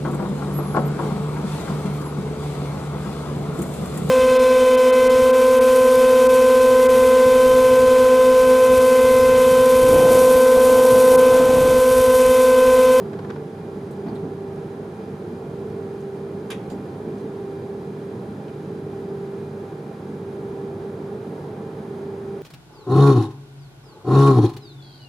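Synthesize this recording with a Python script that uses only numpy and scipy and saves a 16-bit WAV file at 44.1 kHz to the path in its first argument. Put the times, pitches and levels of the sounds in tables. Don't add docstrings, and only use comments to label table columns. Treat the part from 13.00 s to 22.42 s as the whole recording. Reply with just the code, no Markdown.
import sys
import numpy as np
from scipy import signal
from scipy.fft import rfft, irfft, next_fast_len
from scipy.io import wavfile
from scipy.ndimage import uniform_filter1d

SR = 44100
rng = np.random.default_rng(int(sys.argv[2]) if len(sys.argv) > 2 else 0)


def file_out(sig):
    cols = np.atleast_2d(sig).T
    lim = np.clip(cols, -1, 1)
    pcm = np.round(lim * 32767).astype(np.int16)
    wavfile.write(sys.argv[1], SR, pcm)


N = 415422
T = np.arange(N) / SR
SIDES = np.array([[1], [-1]])

# (f/Hz, side minus mid/dB, left minus right/dB)
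IMAGE = [(60, -25, -0.4), (200, -27, -1), (400, -25.5, -2), (704, -8.5, -3.5), (1280, -2, -1.5),
         (2400, -3, 1), (8000, -5.5, 0.7), (15000, -9, .3)]


def rolling(crossover_hz=450, flutter_db=0.48):
    # (f/Hz, density/dB per Hz)
    floor_noise = [(20, -100), (44, -94), (54, -89), (66, -72.5), (82, -70.5), (120, -61), (200, -57.5),
                   (265, -63), (440, -60), (520, -69), (720, -73.5), (1000, -78.5), (1500, -93),
                   (4000, -118)]
    # (f/Hz, width/Hz, lift/dB)
    saloon_modes = [(65.4, 8, 4), (76, 10, -3), (150.9, 2.4, 6), (203, 8.4, 3.5), (358.7, 22, 4),
                    (379, 24, -4.5), (434, 48, 4), (516, 21, -0.5), (731, 29, -4), (830, 105, 3)]
    # (t/s, rumble level/dB, rail level/dB)
    track = [(0.0, 1.5, 3), (0.6, 1, -0.1), (1.5, 0, 0), (3.35, 0.5, 0), (3.8, 1, 1.0), (4.38, 1.5, 0),
             (4.7, -0.1, -0.4), (6.15, 1.1, -1), (6.6, -2, -1), (7.1, -0.5, -1), (8.1, 0, 1.5),
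             (9.4, -0.5, -0.5)]
    roar = diffuse(floor_noise, size=next_fast_len(N, True))
    hz = bins(roar)
    saloon = resonate(saloon_modes, hz)
    rail_share = 1 / (1 + (crossover_hz / hz) ** 8)
    times, rumble_db, rail_db = np.transpose(track)
    rumble = shape(roar, saloon * (1 - rail_share))[:, :N] * undb(np.interp(T, times, rumble_db))
    rail = shape(roar, saloon * rail_share)[:, :N] * undb(np.interp(T, times, rail_db))
    return (rumble + rail) * undb(flutter_db * walk(11))


def ventilation(flutter_db=0.3):
    # (f/Hz, density/dB per Hz)
    air_noise = [(300, -103.5), (900, -84.5), (1500, -84.5), (2000, -90), (2700, -95), (3600, -96.5),
                 (3950, -97), (4350, -99), (5200, -100), (5700, -105), (5950, -101.5), (8200, -107),
                 (9900, -104), (12000, -110), (14500, -115), (15700, -120)]
    # (f/Hz, width/Hz, lift/dB)
    duct_modes = [(1380, 110, 3), (1500, 90, -1), (1697, 75, 3), (1790, 110, -1.5), (2290, 60, -0.5),
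                  (2410, 30, 3.5), (2505, 80, -3), (2960, 200, -2), (3180, 150, 2), (3520, 170, -0.5),
                  (4003, 50, 4), (5650, 220, -0.5), (8100, 300, -0.5)]
    air = diffuse(air_noise, size=next_fast_len(N, True))
    return shape(air, resonate(duct_modes, bins(air)))[:, :N] * undb(flutter_db * walk(14))


def fans(shaft_hz=49.225, blades=8, turbulence=0.04, growth=0.98):
    opposed = [-1, .57, 2.06, 3.79, 5.38, 6.87, 8.57, 10.1]
    orders = [2, 3, 8, 16, 32, 48]
    # (fan A level/dB, fan B level/dB)
    levels = [(-53, -74), (-46, -67), (-37.6, -42.5), (-64, -53.5), (-89, -84), (-90, -78)]
    lead_turns = (np.interp(T, opposed, np.arange(len(opposed))) - 1.5) / blades
    out = 0
    for order, (a_db, b_db) in zip(orders, levels):
        beat = undb(a_db) + undb(b_db) * np.exp(2j * np.pi * order * lead_turns)
        both = beat * np.exp(2j * np.pi * order * shaft_hz * T)
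        unsteady = turbulence * (order / blades) ** growth
        out += abs(both) * tone(order * shaft_hz, np.angle(both), unsteady)
    return out


def rail_joints(attack_s=0.0036):
    # (t/s, level/dB, t60/s, brightness/dB per octave)
    impacts = [(1.061, -24, .16, 3.8), (1.081, -28.5, .18, 3), (1.118, -26, .27, .3), (1.231, -26, .4, -1),
               (3.715, -26, .25, -2.5), (4.055, -30.5, .4, -2.5), (4.24, -33, .35, -2.5),
               (6.1, -32, .18, 1), (7.09, -30.5, .25, -3)]
    # (f/Hz, level/dB)
    floor_response = [(30, -55), (70, -26), (150, 7.5), (290, 10), (500, -7), (850, -11), (1400, -28.5),
                      (2800, -43.5), (4200, -49), (7000, -72)]
    out, size = np.zeros((2, N)), SR // 2
    cushion = np.minimum(T[:size] / attack_s, 1)
    for s, db, t60, bright_db in impacts:
        knock = brighten(burst(floor_response, fade(t60, size)), bright_db, pivot_hz=254)
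        add(out, s, undb(db) * knock * cushion)
    return out


def creaks(slip_hz=520, slip_t60=0.007, room_db=-27, room_t60=0.38, dulling_db_per_s=550):
    # (t/s, level/dB, creak length/s, brightness/dB per octave)
    shakes = [(.132, -33.5, .008, 1), (.189, -32, .008, 1), (.2455, -32.5, .008, -1),
              (.294, -37.5, .005, 0), (.3015, -26, .006, 2.2), (.3085, -28, .002, -2.5),
              (.3595, -32.5, .005, 0)]
    # (f/Hz, level/dB)
    panel = [(200, -28), (550, -8), (850, -1), (1050, 1), (1270, -7), (1500, -2), (1750, -6.5), (2000, -15),
             (2300, -11), (2900, -20), (3500, -16.5), (5000, -23.5), (9000, -36), (15000, -60)]
    out, size = np.zeros((2, N)), SR // 8
    decay = fade(slip_t60, size) + undb(room_db) * fade(room_t60, size)
    for s, db, length, bright_db in shakes:
        delays = np.r_[0, np.cumsum(rng.uniform(.7, 1.3, size=8))] / slip_hz
        slips = [burst(panel, decay) for _ in delays]
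        for delay, slip in zip(delays[delays < length], slips):
            dulled = brighten(slip, bright_db - dulling_db_per_s * delay, pivot_hz=1310)
            add(out, s + delay, undb(db) * dulled[:, :size // 2])
    return out


def latch(detune=0.0027, spread_rad=0.56, ring_db=-2.5, body_db=-1, room_db=-13, snap_db=-33.5):
    # (t/s, level/dB, brightness/dB per octave)
    contacts = [(3.503, -34.5, 1), (3.5085, -38, -1), (3.5155, -35.3, -2)]
    # (f/Hz, level/dB, t60/s)
    modes = [(1573, 3, 0.095), (1940, -5, 0.13), (2355, -1, 0.13), (2570, -5, 0.18), (2810, -4, .15),
             (3239, -7, .17), (3299, -2.5, .17), (3500, -6, 0.16), (3770, -5, 0.17), (4800, -9, 0.098),
             (5200, -13, 0.09), (6260, -13, 0.093), (7009, -9, .1), (7450, -10, .09), (8850, -11, .08),
             (9750, -10, .08), (10115, -7.5, 0.08), (10780, -9, .08), (12800, -12, .06)]
    # (f/Hz, level/dB)
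    housing = [(400, -17), (950, -1.5), (1600, -2), (2400, -0.5), (3700, -2), (4200, -11), (7200, -12),
               (8200, -17.5), (10800, -7.5), (11800, -25), (14500, -23), (16000, -36)]
    # (f/Hz, level/dB)
    snap = [(300, -8), (650, 11), (1000, 15), (1400, 2), (3000, -15), (9000, -8), (10300, 2), (11500, -1),
            (12000, -10), (12800, 0), (13800, -10), (14500, -4), (15500, -25)]
    # (t/s, level/dB)
    releases = [(3.699, -48), (3.7125, -52)]
    # (f/Hz, level/dB)
    spring = [(1000, -14), (3000, -2), (4300, -3), (4850, 3), (5400, -12), (7400, 2), (8600, -12),
              (10100, -7), (12700, -23), (13400, -4), (13900, -22), (16000, -35)]
    out, size = np.zeros((2, N)), SR // 2
    hz, mode_db, t60 = np.transpose(modes)[:, :, None]
    for s, db, bright_db in contacts:
        phase = 2 * np.pi * rng.random(hz.shape) + spread_rad * rng.standard_normal((2, *hz.shape))
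        seated_hz = hz * (1 + detune * rng.standard_normal(hz.shape))
        partials = undb(mode_db) * fade(t60, size) * np.sin(2 * np.pi * seated_hz * T[:size] + phase)
        ring = partials.sum(axis=1) / np.sqrt(np.sum(undb(mode_db) ** 2) / 2)
        body = burst(housing, fade(t60=0.13, size=size))
        room = brighten(burst(housing, fade(t60=0.42, size=size)), octave_db=-3)
        hit = undb(ring_db) * ring + undb(body_db) * body + undb(room_db) * room
        add(out, s, undb(db) * brighten(hit, bright_db)[:, :size // 2])
    add(out, contacts[0][0], undb(snap_db) * burst(snap, fade(t60=0.035, size=size)))
    for s, db in releases:
        add(out, s, undb(db) * burst(spring, fade(t60=0.14, size=size)))
    return out


def electrical_gear(waver_hz=16):
    pitches = [100, 150.92, 194.13, 649.2, 4833.5]
    # (level/dB, unsteady share)
    levels = [(-53.5, 0.2), (-48, 0.32), (-52, 0.63), (-74, 0.66), (-84, 1.3)]
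    return sum(undb(db) * tone(hz, 2 * np.pi * (hz * T + rng.random()), unsteady, waver_hz)
               for hz, (db, unsteady) in zip(pitches, levels))


def motor_whine(hz=2416.68, beat_hz=2.275, in_step_s=5.05, first_db=-72.5, second_relative_db=-5):
    lead_cycles = beat_hz * (T - in_step_s) + 0.075 * walk(2.1)
    both = 1 + undb(second_relative_db) * np.exp(2j * np.pi * lead_cycles)
    return undb(first_db) * abs(both) * tone(hz, 2 * np.pi * hz * T + np.angle(both), unsteady=0.098)


def fittings(t60=0.12, skirt_db=-14, faint_per_s=0.59, faint_db=-67, faint_hz=7500, scatter_db=2):
    # (t/s, level/dB, centre f/Hz, width/octaves)
    clear_ticks = [(.909, -55.5, 9000, 1), (1.083, -54, 4500, .25), (1.149, -60, 8500, 1),
                   (1.155, -51.5, 3830, .3), (1.162, -50, 1700, .7), (3.004, -59, 6500, 1),
                   (4.18, -60, 6000, 1), (5.48, -52, 2700, .7), (7.822, -63, 4500, 1)]
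    out, chance = np.zeros((2, N)), rng.uniform(-1, 1, size=(16, 3))
    times = np.cumsum(1 + chance[:, 0] / 2) / faint_per_s
    faint_ticks = [(s, faint_db + scatter_db * strength, faint_hz * (1 + pitch / 10), 1)
                   for s, (_, strength, pitch) in zip(times, chance) if s < T[-1]]
    for s, db, hz, width in clear_ticks + faint_ticks:
        colour = [(hz * 2. ** (step * width), skirt_db * abs(step)) for step in range(-3, 4)]
        add(out, s, undb(db) * burst(colour, fade(t60, size=SR // 4)))
    return out


def tone(hz, phase, unsteady, waver_hz=7):
    mid, side = (walk(waver_hz) + 1j * walk(waver_hz) for _ in range(2))
    field = 1 + unsteady * (mid + SIDES * side * undb(read(IMAGE, hz))) / np.sqrt(2)
    balance = undb(SIDES * read(IMAGE, hz, column=2) / 2)
    return np.sqrt(2) * (field * np.exp(1j * phase)).real * balance


def diffuse(points, size, envelope=1):
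    padding = next_fast_len(size + 2048, True) - size
    noise = rng.standard_normal((2, size)) * envelope * np.sqrt(SR / 2)
    mid, side = np.pad(noise, ((0, 0), (0, padding)))
    hz = bins(mid)
    pair = mid + SIDES * shape(side, undb(read(IMAGE, hz)))
    balance_db = SIDES * read(IMAGE, hz, column=2) / 2
    return shape(pair, undb(read(points, hz) + balance_db))[:, :size]


def burst(points, envelope, attack_s=0.001):
    noise = diffuse(points, size=len(envelope), envelope=envelope)
    attack = np.minimum(T[:len(envelope)] / attack_s, 1)
    return noise * np.sqrt(np.mean(envelope ** 2) / np.mean(noise ** 2)) * attack


def brighten(x, octave_db, pivot_hz=3000):
    octaves = np.log2(np.maximum(bins(x) / pivot_hz, 1 / 3))
    return shape(x, undb(octave_db * octaves))


def resonate(modes, f):
    return undb(sum(db / (1 + (2 * (f - hz) / width) ** 2) for hz, width, db in modes))


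def walk(rate_hz):
    size = int(SR / rate_hz)
    knots = rng.standard_normal(N // size + 3)
    joined = np.interp(np.arange(N) / size + rng.random(), np.arange(len(knots)), knots)
    return 1.14 * uniform_filter1d(joined, size // 2)


def undb(db):
    return 10 ** (np.asarray(db) / 20)


def bins(x):
    return np.maximum(np.fft.rfftfreq(x.shape[-1], 1 / SR), 1)


def read(points, hz, column=1):
    table = np.array(points, float)
    return np.interp(np.log(hz), np.log(table[:, 0]), table[:, column])


def shape(x, gain):
    return irfft(rfft(x) * gain, x.shape[-1])


def fade(t60, size):
    return np.exp(-np.log(1000) * T[:size] / t60)


def add(out, s, sound):
    start = max(int(s * SR), 0)
    out[:, start:start + sound.shape[1]] += sound[:, :N - start]


def scene():
    steady = rolling() + ventilation() + fans() + electrical_gear() + motor_whine()
    return steady + rail_joints() + creaks() + latch() + fittings()


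def record(dry, cutoff_hz=15400):
    return signal.sosfilt(signal.ellip(10, .1, 80, cutoff_hz, fs=SR, output="sos"), dry)


dry = scene()
out = record(dry)
file_out(out)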